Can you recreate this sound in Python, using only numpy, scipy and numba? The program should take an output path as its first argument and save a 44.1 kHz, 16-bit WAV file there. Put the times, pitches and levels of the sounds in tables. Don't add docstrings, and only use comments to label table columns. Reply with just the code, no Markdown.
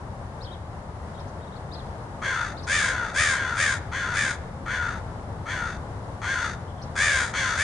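import sys
import numpy as np
from scipy import signal
from scipy.fft import rfft, irfft
from scipy.io import wavfile
from scipy.ndimage import uniform_filter1d
from numba import njit

SR = 44100
rng = np.random.default_rng(int(sys.argv[2]) if len(sys.argv) > 2 else 0)


def bounce(signal):
    frames = np.transpose(np.atleast_2d(signal))
    limited = np.clip(frames, -1, 1)
    pcm = np.round(limited * 32767).astype(np.int16)
    wavfile.write(sys.argv[1], SR, pcm)


N = 336483


def hoarse_crow():
    # (start [s], rise to the top pitch [s], length [s], top pitch [Hz], level [dB],
    # treble [dB], extra throat ring with the beak wide open [dB])
    caws = [(2.216, 0.051, 0.32, 542.3, -28, 3.5, 1.5), (2.80, 0.076, 0.36, 543.4, -29.5, 1.5, 4),
            (3.33, 0.053, 0.31, 552, -29, 2.5, 5), (3.914, 0.053, 0.34, 561, -30, 4, 2.5),
            (4.655, 0.075, 0.34, 516.3, -29, 0, 2), (5.455, .07, 0.32, 520.3, -31, 3, 0.5),
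            (6.215, 0.093, 0.34, 543.3, -28.5, 6.5, 6), (7.332, 0.052, 0.3, 558.3, -26.5, 9.5, -1.5)]
    # (centre [Hz], width of the first filter [Hz], level [dB],
    # rise over the caw [share of the centre])
    beak = [(497, 780, -21.5, -0.18), (1070, 170, -9.5, -.33), (1770, 330, -8, -.05), (2080, 330, -8, -.12),
            (2840, 400, -23.5, -0.18), (3500, 270, -13.5, 0.1), (4470, 590, -22.5, 0.07),
            (6237, 950, -21.5, -0.0044), (8570, 3360, -37, 0.018)]
    manner = dict(
        scoop=.2, sag=.25, collapse=.23,
        hold=.58,
        attack_db=9.5, sag_db=0, release_db=16,
        throat_hz=1360, throat_scoop=0.076, gape_lift_hz=166, gape_span=0.24,
        ring_db=7, gape_damp_db=9, weak_damp_db=5.5,
        rattle_start_hz=93.93, rattle_end_hz=47.95)
    roughness = dict(depth=(.3, .48), jitter=(.064, .052))
    return crow(caws, manner, roughness, beak, throat_width_hz=210, scatter_db=1.5, air=.22,
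                wobble=.075, rattle_drift=.09)


def shrill_crow():
    # (start [s], rise to the top pitch [s], length [s], top pitch [Hz], level [dB],
    # treble [dB], extra throat ring with the beak wide open [dB])
    caws = [(2.667, 0.078, 0.29, 609.3, -23, 0.84, 0), (3.141, 0.07, 0.26, 631.5, -21, 1, 0.59),
            (3.558, 0.068, 0.23, 611.7, -22.5, 0.1, 0.29), (4.135, 0.06, 0.23, 592.5, -24.5, 0, 0.54),
            (6.953, 0.078, 0.37, 601.6, -21.5, 0, 0.6), (7.562, 0.062, .27, 612, -24, 0, -0.68)]
    # (centre [Hz], width of the first filter [Hz], level [dB],
    # rise over the caw [share of the centre])
    beak = [(504, 190, -18.5, -0.096), (1280, 61, -14, -0.089), (2273, 500, -7.5, -0.15),
            (2990, 450, -11, 0.28), (3647, 420, -9, 0.11), (4730, 810, -13, 0.038),
            (6600, 1610, -12, 0.021), (9080, 2330, -19, -0.021)]
    manner = dict(
        scoop=.25, sag=.29, collapse=0.029,
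        hold=.66,
        attack_db=15.5, sag_db=6, release_db=17.5,
        throat_hz=1350, throat_scoop=.01, gape_lift_hz=323, gape_span=0.7,
        ring_db=7, gape_damp_db=4.5, weak_damp_db=4,
        rattle_start_hz=98.3, rattle_end_hz=58.15)
    roughness = dict(depth=(.54, .42), jitter=(.028, .05))
    return crow(caws, manner, roughness, beak, throat_width_hz=500, scatter_db=1.5, air=.25,
                wobble=.08, rattle_drift=.08)


def crow(caws, manner, roughness, beak, throat_width_hz, scatter_db, air, wobble, rattle_drift):
    out = np.zeros(N + SR)
    for start, rise_s, length, top_hz, db, treble_db, top_ring_db in caws:
        n = int(length * SR)
        t = np.arange(n) / SR
        progress = np.linspace(0, 1, n)
        pitch, effort_db, gape, throat_hz, ring_db, rattle_hz = caw_arch(t, rise_s, length, **manner)
        depth, jitter = (shut + (wide - shut) * gape
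                         for wide, shut in (roughness["depth"], roughness["jitter"]))

        drifting_hz = rattle_hz * (1 + rattle_drift * walk(71.45, SR)[:n])
        rattle = np.sin(2 * np.pi * (rng.random() + np.cumsum(drifting_hz) / SR))
        chop = depth * rattle
        source = syrinx(top_hz * pitch * (1 + wobble * chop), jitter, scatter_db, air)

        throat = svf(source * (1 + chop), throat_hz, throat_width_hz)
        throat = svf(throat, throat_hz, 1.64 * throat_width_hz)
        voice = throat * undb(ring_db + gape * top_ring_db)

        rasp = source * (1 + 0.63 * chop)
        bright_db = treble_db - 5 * np.exp(-t / 0.11)
        for k, (hz, width, mode_db, rise) in enumerate(beak):
            centre = hz * (1 + rise * (progress - .5))
            mode = svf(svf(rasp, centre, 1. * width), centre, 2. * width)
            sign = -(-1) ** k
            voice = voice + sign * undb(mode_db + bright_db * min(hz / 5000, 1)) * mode

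        loudness = np.sqrt(uniform_filter1d(voice ** 2, int(0.03 * SR)) + 1e-12)
        edges = np.clip(np.minimum(progress / 0.0061, (1 - progress) / 0.015), 0, 1)
        out[int(start * SR):][:n] += voice / loudness * edges * undb(db + effort_db)
    return out[:N]


def caw_arch(t, rise_s, length, scoop, sag, collapse, hold, attack_db, sag_db, release_db, throat_hz,
             throat_scoop, gape_lift_hz, gape_span, ring_db, gape_damp_db, weak_damp_db,
             rattle_start_hz, rattle_end_hz):
    attack = np.clip(1 - t / rise_s, 0, 1)
    closing = np.clip((t - rise_s) / (length - rise_s), 0, 1)
    release = np.clip((closing - hold) / max(1 - hold, .01), 0, 1)
    gape = np.exp(-((attack ** 2 + closing) / gape_span) ** 2)
    pitch = 1 - scoop * attack - sag * closing - collapse * release
    effort_db = -attack_db * attack ** 2.58 - sag_db * closing - release_db * release ** 1.11
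    ring = ring_db - gape_damp_db * gape - weak_damp_db * (attack + release)
    rattle_hz = rattle_start_hz * (rattle_end_hz / rattle_start_hz) ** (t / length)
    throat = (throat_hz + gape_lift_hz * gape) * (1 - throat_scoop * attack)
    return pitch, effort_db, gape, throat, ring, rattle_hz


def syrinx(hz, jitter, scatter_db, air):
    i = np.arange(len(hz))
    turns = np.cumsum(hz) / SR
    at = np.interp(np.arange(1, int(turns[-1])), turns, i)
    chance = rng.standard_normal((400, 2))[:len(at)]
    at = at + chance[:, 0] * (jitter * SR / hz)[at.astype(int)]
    size = undb(scatter_db * chance[:, 1:])
    taps = at.astype(int)[:, None] + np.arange(-5, 7)
    offset = taps - at[:, None]
    shape = np.sinc(offset) * np.sinc(offset / 6)
    places = np.clip(taps, 0, len(i) - 1)
    pulses = np.bincount(places.ravel(), (shape * size).ravel(), len(i))
    puffs = np.exp(-(turns % 1) / 1.7) * rng.standard_normal(len(i))
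    return unit(pulses) + air * unit(puffs)


@njit
def svf(x, hz, width):
    y, band, low = np.empty(len(x)), 0., 0.
    for i in range(len(x)):
        g = np.tan(np.pi * hz[i] / SR)
        damping = width / hz[i]
        v = (band + g * (x[i] - low)) / (1 + g * (g + damping))
        band = 2 * v - band
        low = low + 2 * g * v
        y[i] = damping * v
    return y


def small_bird():
    # (time of the top [s], length [s], top pitch [Hz], level [dB])
    chirps = [(0.434, .07, 5260, -53.5), (0.459, .04, 3820, -55), (0.484, .035, 3480, -56),
              (0.526, .06, 3850, -55), (1.152, .035, 3800, -65), (1.192, .045, 3880, -62),
              (1.204, .03, 5620, -60.5), (1.285, .035, 6630, -65), (1.43, .07, 3800, -66),
              (1.478, .035, 3850, -65), (1.53, .04, 4000, -62), (1.565, .035, 4450, -61),
              (1.737, .06, 5000, -51), (1.778, .08, 4270, -56.5), (2.585, .046, 4930, -52),
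              (2.638, 0.031, 6000, -52.5), (6.04, 0.025, 5230, -70), (6.695, .06, 3470, -64),
              (6.79, .04, 3500, -63), (6.827, .03, 5970, -52.5), (6.874, .045, 4100, -69)]
    base_hz = 2653
    peak_share = .3
    out = np.zeros(N)
    for top_s, length, top_hz, db in chirps:
        n = int(length * SR)
        swoop = 1 / (1 + (np.linspace(-.5, .5, n) / peak_share) ** 2)
        hz = base_hz + (top_hz - base_hz) * swoop
        hz = hz * (1 + 0.017 * walk(463, SR)[:n])
        whistle = unit(np.sin(2 * np.pi * np.cumsum(hz) / SR))
        note = whistle * signal.windows.tukey(n, .5)
        out[int((top_s - length / 2) * SR):][:n] += note * undb(db)
    return out


def park(x, near_db, near_t60, far_db, far_t60, width):
    t = np.arange(SR) / SR
    near, far = rng.standard_normal((2, 2, SR))
    near = near * undb(-60 * t / near_t60) * (t > .001)
    dull = signal.butter(1, 2500, fs=SR, output="sos")
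    far = signal.sosfilt(dull, far) * undb(-60 * t / far_t60) * (t > .02)
    mid, side = (undb(near_db) * unit(near) + undb(far_db) * unit(far)) / np.sqrt(SR)
    treble = signal.butter(1, 4000, "high", fs=SR, output="sos")
    side = width * signal.sosfilt(treble, side)
    echo = np.array([mid + side, mid - side])
    return x + signal.fftconvolve(x[None], echo, axes=1)[:, :N]


def town(flicker_db, swell_db):
    # (frequency [Hz], relative level per Hz [dB])
    tone = [(15, -42), (25, -17), (64, -7.5), (83, -2.5), (311, -20), (467, -19), (517, -17.5),
            (905, -18.5), (977, -20), (2040, -36.5), (2440, -44.5), (5520, -48.5), (11000, -54),
            (14300, -94), (22000, -120)]
    # (frequency [Hz], level of side minus mid [dB])
    side_tone = [(60, -21), (110, -36), (190, -18), (340, -14.5), (600, -9.5), (1060, -3.5), (1880, 1),
                 (3340, 2), (5930, 0.5), (10500, 0)]
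    hz = np.fft.rfftfreq(N, 1 / SR)
    mid, side = (rfft(rng.standard_normal(N)) * colour(tone, hz) for _ in range(2))
    both = mid + np.array([[1], [-1]]) * side * colour(side_tone, hz)
    bass = 1 / (1 + (hz / 230) ** 4)
    low, high = (irfft(both * share, N) for share in (bass, 1 - bass))

    swell = np.exp(-((np.arange(N) / SR - 5.4) / 1.16) ** 2)
    rumble = unit(low) * undb(-38 + 2.5 * swell)

    hiss_db = -36 + swell_db * walk(1.45, N) + flicker_db * walk(14, N)
    hiss = high / np.std(low + high) * undb(hiss_db)
    return rumble + hiss


def colour(table, hz):
    f, db = np.transpose(table)
    return undb(np.interp(np.log(hz + 1), np.log(f), db))


def walk(rate, size):
    k = max(int(SR / rate), 1)
    steps = np.repeat(rng.standard_normal(size // k + 1), k)
    return 1.325 * uniform_filter1d(uniform_filter1d(steps, k), k)[:size]


def undb(db):
    return 10 ** (np.asarray(db) / 20)


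def unit(x):
    return x / np.sqrt(np.mean(x ** 2) + 1e-18)


def scene():
    crows = park(hoarse_crow() + shrill_crow(), near_db=-6.0, near_t60=.085,
                 far_db=-21.5, far_t60=0.62, width=1.46)
    chirps = park(small_bird(), near_db=-3, near_t60=0.082, far_db=-14.5, far_t60=.6, width=2.6)
    traffic = town(flicker_db=.6, swell_db=.35)
    return (crows + chirps + traffic) * undb([[1.5], [-1.5]])


def record(dry):
    return signal.sosfilt(signal.ellip(12, .2, 80, 11080, fs=SR, output="sos"), dry)


dry = scene()
out = record(dry)
bounce(out)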